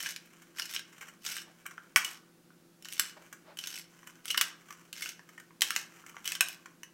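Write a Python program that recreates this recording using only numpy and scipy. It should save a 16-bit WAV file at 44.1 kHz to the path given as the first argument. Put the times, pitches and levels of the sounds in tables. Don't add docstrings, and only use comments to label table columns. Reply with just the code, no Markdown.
import sys
import numpy as np
from scipy import signal
from scipy.fft import rfft, irfft, next_fast_len
from scipy.io import wavfile

SR = 44100
rng = np.random.default_rng(int(sys.argv[2]) if len(sys.argv) > 2 else 0)


def digitize_waveform(pressure):
    field = np.atleast_2d(pressure).T
    bounded = np.clip(field, -1, 1)
    quanta = np.round(bounded * 32767).astype(np.int16)
    wavfile.write(sys.argv[1], SR, quanta)


N = 305613
TIME = np.arange(N) / SR

# start_s, length_s, rasp_level_db, load_take_up_s
STROKES = [(-.02, 0.12, -38, 0.0098), (0.546, 0.1, -44.5, 0.027), (0.668, 0.086, -39.5, 0.035),
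           (1.199, 0.18, -37.5, 0.062), (1.966, 0.17, -45, 0.025), (2.798, 0.28, -45.5, .13),
           (3.562, 0.23, -42.5, 0.081), (4.232, 0.25, -47, 0.024), (4.909, 0.19, -42.5, 0.055),
           (5.603, 0.21, -43, 0.035), (6.227, 0.099, -41.5, .03), (6.428, 0.1, -47, 0.028)]
LET_GO_S = 0.025
# centre_hz, width_hz, lift_db
MILL_MODES = [(1548, 280, 8), (2150, 140, 5.5), (2500, 190, 4.5), (2950, 59, 9), (5440, 170, 7.5),
              (6200, 460, 4.5), (8090, 510, 4)]
# centre_hz, width_hz, lift_db
LOOSE_MODES = [(1080, 100, 5), (1531, 160, 5.5), (2244, 230, 4.5), (3064, 230, 8), (5840, 420, 2),
               (7350, 160, 4), (14000, 900, 8.5)]
# frequency_hz, density_db_per_hz
KNOCK_COLOUR = [(40, -16), (300, -9), (800, -2.5), (1150, 4), (1900, 4.5), (2900, -0.5), (3700, -10.5),
                (4700, -9), (6000, 0.5), (8500, -4.5), (10500, -11), (14500, -14)]
# frequency_hz, density_db_per_hz
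RASP_COLOUR = [(40, -23), (300, -19.5), (800, -16), (1150, -12), (1800, -6.5), (2700, -3.5), (3700, -3.5),
               (5600, -4.5), (8000, -8), (10500, -11), (13000, -8.5), (15500, -16.5)]


def from_db(db):
    return 10 ** (np.asarray(db) / 20)


def rms_one(x):
    return x / np.sqrt(np.mean(x ** 2) + 1e-20)


def at_hz(points, hz):
    known_hz, values = np.transpose(points)
    return np.interp(np.log(np.maximum(hz, 1)), np.log(known_hz), values)


def drift(knots_per_s):
    knots = rng.standard_normal(N // 20)
    return np.interp(TIME * knots_per_s, np.arange(len(knots)), knots)


def shape(x, curve):
    size = 2 * next_fast_len(len(x))
    cepstrum = irfft(np.log(from_db(curve(np.fft.rfftfreq(size, 1 / SR)))))
    cepstrum[1:size // 2] *= 2
    cepstrum[size // 2 + 1:] = 0
    response = np.exp(rfft(cepstrum))
    return irfft(rfft(x, size) * response)[:len(x)]


def coloured_noise(colour):
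    return rms_one(shape(rng.standard_normal(N), lambda hz: at_hz(colour, hz)))


def swells(rows):
    return sum(from_db(db) * np.exp(-(2 * (TIME - centre) / length) ** 2) for centre, length, db in rows)


def body_db(colour, modes, hz):
    lift = 0
    for centre, width, db in modes:
        lift = lift + (from_db(db) ** 2 - 1) / (1 + (2 * (hz - centre) / width) ** 2)
    return at_hz(colour, hz) + 10 * np.log10(1 + lift)


def snaps(table, colour, modes, rise_s, gain_db, uneven_db, ring_db, ring_width, size=2048):
    out = np.zeros(N + size)
    t = np.arange(size) / SR
    chance = rng.standard_normal((len(table), 2, size))
    for (s, level_db, bass_db, treble_db, decay_s, ring_hz), (noise, sizes) in zip(table, chance):
        envelope = (1 - np.exp(-t / rise_s)) * np.exp(-t / decay_s)
        burst = noise * from_db(uneven_db * np.tanh(sizes)) * envelope
        tilt = [(400, 0), (1000, bass_db), (1800, bass_db), (2800, 0), (5500, 0), (10000, treble_db)]
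        struck = list(modes) + [(ring_hz, ring_width, ring_db)]
        snap = shape(burst, lambda hz: body_db(colour, struck, hz) + at_hz(tilt, hz))
        start = int(s * SR)
        out[start:start + size] += from_db(level_db + gain_db) * rms_one(snap)
    return out[:N]


def grit(colour, modes, per_s, spread_db, clump_db, clump_rate, tilt_db=0):
    sizes = from_db(spread_db * np.minimum(rng.exponential(1, N), 3))
    signs = rng.choice([-1, 1], N)
    strikes = rng.random(N) < per_s / SR
    clumps = from_db(clump_db * np.tanh(drift(clump_rate)))
    grains = sizes * signs * strikes * clumps

    def curve(hz):
        octaves = np.log2(np.maximum(hz, 1000) / 1000)
        return body_db(colour, modes, hz) + tilt_db * octaves

    return rms_one(shape(grains, curve))


def background():
    # pitch_hz, rms_level_db
    hum_partials = [(169.4, -68.5), (338.8, -71.5), (509, -80)]
    # frequency_hz, density_db_per_hz
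    air_colour = [(25, -17), (75, -24), (125, -8), (190, -0.5), (240, -2.5), (360, -3.5), (450, -10.5),
                  (600, -13), (1050, -18), (1330, -14.5), (1900, -19), (3500, -21.5), (6000, -22),
                  (16000, -27)]
    phase = 2 * np.pi * np.cumsum(1 + 0.0015 * drift(4)) / SR
    tones = 0
    for hz, db in hum_partials:
        tones = tones + from_db(db + 0.8 * drift(5)) * np.sqrt(2) * np.sin(hz * phase)
    return tones + from_db(-64) * coloured_noise(air_colour)


def room(x, tail_db, early_db, early_t60, build_s, size=32768):
    # frequency_hz, t60_s
    decay_times = [(150, 0.23), (700, 0.6), (2000, 0.35), (6000, 0.3), (10000, 0.21), (16000, 0.09)]
    t = np.arange(size) / SR
    hz = np.fft.rfftfreq(size, 1 / SR)
    white = rfft(rng.standard_normal(size))
    centres = [row[0] for row in decay_times]
    tail = 0
    for (_, t60), share in zip(decay_times, np.eye(len(decay_times))):
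        band = irfft(white * at_hz(list(zip(centres, share)), hz))
        tail = tail + band * from_db(-60 * t / t60)
    early = rng.standard_normal(size) * from_db(-60 * t / early_t60)
    build = 1 - np.exp(-(t / build_s) ** 2)
    response = from_db(tail_db) * rms_one(tail * build) + from_db(early_db) * rms_one(early * build)
    return x + signal.fftconvolve(x, response / np.sqrt(size))[:N]


def hand():
    # centre_s, length_s, level_db
    rustle_rows = [(1.486, 0.055, -60.5), (3.174, 0.018, -51.5), (3.215, 0.076, -64), (3.496, 0.079, -55)]
    # frequency_hz, density_db_per_hz
    rustle_colour = [(100, -19.5), (400, -1.5), (750, 1.5), (1400, -3.5), (2500, -10.5), (5000, -20),
                     (15000, -44.5)]
    return swells(rustle_rows) * coloured_noise(rustle_colour)


def rattle():
    # centre_s, length_s, level_db
    regrip_rows = [(.3, 0.98, -66.5), (1.03, 0.22, -60.5), (1.7, 0.77, -67.5), (3.27, 0.33, -65.5),
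                   (4.06, 0.29, -61.5), (4.72, 0.27, -59.5), (5.38, 0.26, -64), (6.06, 0.43, -61),
                   (6.68, 0.24, -69)]
    ticks = grit(KNOCK_COLOUR, LOOSE_MODES, per_s=1000, spread_db=4.5, clump_db=7.5, clump_rate=120)
    return swells(regrip_rows) * ticks


def knocks():
    # start_s, level_db, brightness_db, chatter_decay_s, resonance_hz
    knock_rows = [(.2562, -57.5, 6, 0.0034, 2400), (.418, -50.5, 2, .008, 1440),
                  (.9262, -51.5, 0, 0.008, 2120), (1.0082, -40, 0, 0.0094, 2260),
                  (1.022, -42, -1, 0.0086, 1750), (1.0821, -45, 2, .007, 2030),
                  (1.6548, -39, -11, 0.007, 1440), (1.6637, -38, 8.5, 0.00086, 2380),
                  (1.709, -45.5, -1, .006, 1430), (1.7786, -39, -14.5, 0.0015, 1420),
                  (2.5038, -57, -13, 0.0018, 1340), (3.3268, -41.5, 3, 0.004, 1500),
                  (4.03, -51, -7, .002, 1125), (4.0714, -43, 3, 0.0032, 1740),
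                  (4.7062, -41, -3, 0.0012, 1310), (4.725, -45.5, 2, .002, 1460),
                  (5.1933, -47.5, -12, 0.00075, 1660), (5.2891, -49.5, 0, 0.0041, 1670),
                  (5.3775, -43, -3.5, 0.0033, 1830), (5.3988, -47, 2.5, 0.0024, 1520),
                  (5.5066, -54, -23, 0.001, 1210), (6.0388, -51.5, -55, 0.00081, 1430),
                  (6.0635, -45, 1.5, 0.0023, 2090), (6.095, -50, 5.5, 0.0021, 2000),
                  (6.1436, -50, -24.5, .001, 1190), (6.1668, -40.5, -15, .001, 1358),
                  (6.6577, -43, -3, 0.0027, 1480), (6.8322, -40, 1.5, 0.0014, 2980)]
    rows = [(s, db, -0.72 * bright, bright, decay, hz) for s, db, bright, decay, hz in knock_rows]
    return snaps(rows, KNOCK_COLOUR, LOOSE_MODES, rise_s=0.0017, gain_db=-10.5,
                 uneven_db=6.0, ring_db=10.5, ring_width=170)


def jolts(gain_db):
    # start_s, level_db
    jolt_rows = [(1.962, -29), (2.996, -49), (4.379, -49), (4.413, -60), (5.619, -47), (6.408, -56)]
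    # frequency_hz, gain_db
    jolt_colour = [(30, -19), (100, -16), (220, -1.5), (420, -24), (650, -8), (850, -6.5), (1120, 9.5),
                   (1600, -9), (3000, -30.5), (15000, -45)]
    pushes = np.zeros(N)
    for s, level_db in jolt_rows:
        pushes[int(s * SR)] = from_db(level_db + gain_db)
    return shape(pushes, lambda hz: at_hz(jolt_colour, hz))


def scrapes():
    # centre_s, length_s, level_db
    scrape_rows = [(.612, 0.025, -61), (4.309, 0.015, -33), (6.265, 0.016, -33)]
    # centre_hz, width_hz, lift_db
    burr_ring = [(3000, 150, 23)]
    chatter = grit(RASP_COLOUR, burr_ring, per_s=2600, spread_db=0, clump_db=17.0, clump_rate=320)
    return swells(scrape_rows) * chatter


def twist(t, start, length, grip_s):
    take_up = np.clip((t - start) / grip_s, 0, 1) ** 2
    return take_up * np.exp(-np.maximum(t - start - length, 0) / LET_GO_S)


def crumbs(spread_db, tilt_db, decay_s, count=64):
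    fragments_per_s = 100
    rows = []
    for (start, length, stroke_db, grip_s), draws in zip(STROKES, rng.random((len(STROKES), count, 5))):
        for k, (when, size, bass, treble, mode) in enumerate(draws):
            s = start + (k + when) / fragments_per_s
            if 0 < s < start + length + 2 * LET_GO_S:
                force_db = 20 * np.log10(twist(s, start, length, grip_s) + 1e-9)
                level_db = stroke_db + force_db + spread_db * (2 * size - 1)
                bass_db, treble_db = tilt_db * (2 * bass - 1), tilt_db * (2 * treble - 1)
                ring_hz = MILL_MODES[int(mode * len(MILL_MODES))][0]
                rows.append((s, level_db, bass_db, treble_db, decay_s, ring_hz))
    return rows


def burr():
    force = sum(from_db(db) * twist(TIME, start, length, grip_s) for start, length, db, grip_s in STROKES)
    fragments = crumbs(spread_db=6.0, tilt_db=8.0, decay_s=0.0017)
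    coarse = snaps(fragments, RASP_COLOUR, MILL_MODES, rise_s=0.0005, gain_db=-14.5,
                   uneven_db=8.5, ring_db=10.5, ring_width=370)
    fine = grit(RASP_COLOUR, MILL_MODES, per_s=3500, spread_db=2.5, clump_db=6.0, clump_rate=260, tilt_db=0.5)
    return coarse + force * from_db(-8.0) * fine


def cracks():
    # start_s, level_db, bass_db, treble_db, crumbling_decay_s, strongest_resonance_hz
    crack_rows = [(.0037, -37.5, 1, 2, 0.0017, 3020), (.06, -33, 5.5, -2, 0.0025, 1630),
                  (0.0691, -42, 17, -7, 0.0028, 2900), (0.162, -38, -1.5, -1, 0.001, 2310),
                  (0.5838, -37, 8, 6, 0.009, 3000), (0.5969, -30.5, 6.5, 1, 0.0013, 5260),
                  (0.6202, -34.5, -31, -4, 0.001, 2940), (.655, -40.5, -1, 6, .005, 5340),
                  (0.7463, -34, 3, 6, 0.0077, 5500), (.7628, -30.5, -6, -18, 0.0018, 3000),
                  (0.7929, -40, -0.5, 4, 0.0034, 1580), (1.25, -42, 3, 10, .0015, 4830),
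                  (1.2631, -32.5, -6, 0, .0036, 5570), (1.2902, -46, 17, -6, .0046, 5460),
                  (1.366, -39.5, 10, 8, 0.0063, 2920), (1.4178, -47.5, -1.5, 4, .003, 5400),
                  (1.96, -15, 6.5, 1.5, 0.002, 2237), (1.9665, -24, 10.5, 14, 0.0093, 1400),
                  (2.0464, -30, -9, 5.5, 0.0043, 2966), (2.824, -51, -3, 10, .0015, 5400),
                  (2.8472, -45, -13, 3, 0.0023, 2920), (2.8548, -43.5, -1, 0, 0.0013, 2150),
                  (2.8858, -42.5, 0, 7, 0.0013, 2860), (2.925, -38.5, -9, 11, 0.0016, 2150),
                  (2.934, -41, -14, 8, .0015, 6440), (2.9958, -19.5, -6, 10, 0.0014, 1600),
                  (3.571, -43.5, 2, 12, .004, 3070), (3.588, -34.5, -1, 4.5, 0.0038, 3020),
                  (3.6386, -38, -5, -12, .003, 2950), (3.672, -34.5, -6, 5, 0.0018, 6350),
                  (4.2557, -39, -1, 8, 0.0011, 3010), (4.2797, -36, -9, 5, 0.0055, 3000),
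                  (4.3037, -33.5, -0.5, 3, 0.0011, 2850), (4.3119, -33, -25, 10, 0.0014, 2970),
                  (4.3444, -30.5, 8, -10, 0.0028, 1600), (4.3743, -30, 0, 15, 0.0025, 2940),
                  (4.3771, -22, 2, 3, 0.0022, 2900), (4.4117, -19, -1, 5, 0.0038, 1570),
                  (4.9286, -38.5, -6, 5, 0.0022, 3060), (5.0212, -32, -4.5, 3, 0.0073, 2150),
                  (5.0587, -36, 8, 2, 0.0029, 2920), (5.0903, -38, -10, 1.5, 0.0022, 2810),
                  (5.6084, -31.5, -4.5, 9, .0013, 3900), (5.6189, -18, -0.5, 5.5, 0.0033, 3100),
                  (5.7056, -27.5, 7.5, 5.5, 0.0014, 2950), (5.7625, -24.5, -0.5, 1, 0.0014, 2950),
                  (6.2443, -48, 1, 7, .0026, 3163), (6.2558, -38, -3, 15, 0.0041, 3060),
                  (6.262, -42, -2, -15, .002, 2940), (6.2765, -29.5, -9, 4.5, 0.00072, 3150),
                  (6.3196, -30.5, 1, 7.5, 0.0017, 2580), (6.351, -33.5, -1, 3, 0.0048, 3020),
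                  (6.4077, -17.5, 1, 6.5, 0.0023, 2600), (6.485, -37, -3, 15, 0.0016, 2930)]
    # frequency_hz, density_db_per_hz
    crack_colour = [(40, -32.5), (150, -17), (450, -17), (850, -10), (1300, -2.5), (2000, 0), (3400, 2),
                    (4600, -1), (5900, 0.5), (9000, -7.5), (13000, -9), (15500, -11.5)]
    return snaps(crack_rows, crack_colour, MILL_MODES, rise_s=0.00032, gain_db=-9.0,
                 uneven_db=7.5, ring_db=13.5, ring_width=165)


def scene():
    mill = cracks() + jolts(gain_db=34.5) + knocks() + burr() + scrapes() + rattle() + hand()
    place = np.searchsorted([stroke[0] for stroke in STROKES], TIME)
    heard = 0
    for k in np.unique(place):
        heard = heard + room(mill * (place == k), tail_db=-10.0, early_db=-8.0, early_t60=0.093, build_s=0.0022)
    return (heard + background())[None]


def record(dry):
    low_pass = signal.ellip(12, 0.1, 80, 15900, fs=SR, output="sos")
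    return signal.sosfilt(low_pass, dry)


dry = scene()
out = record(dry)
digitize_waveform(out)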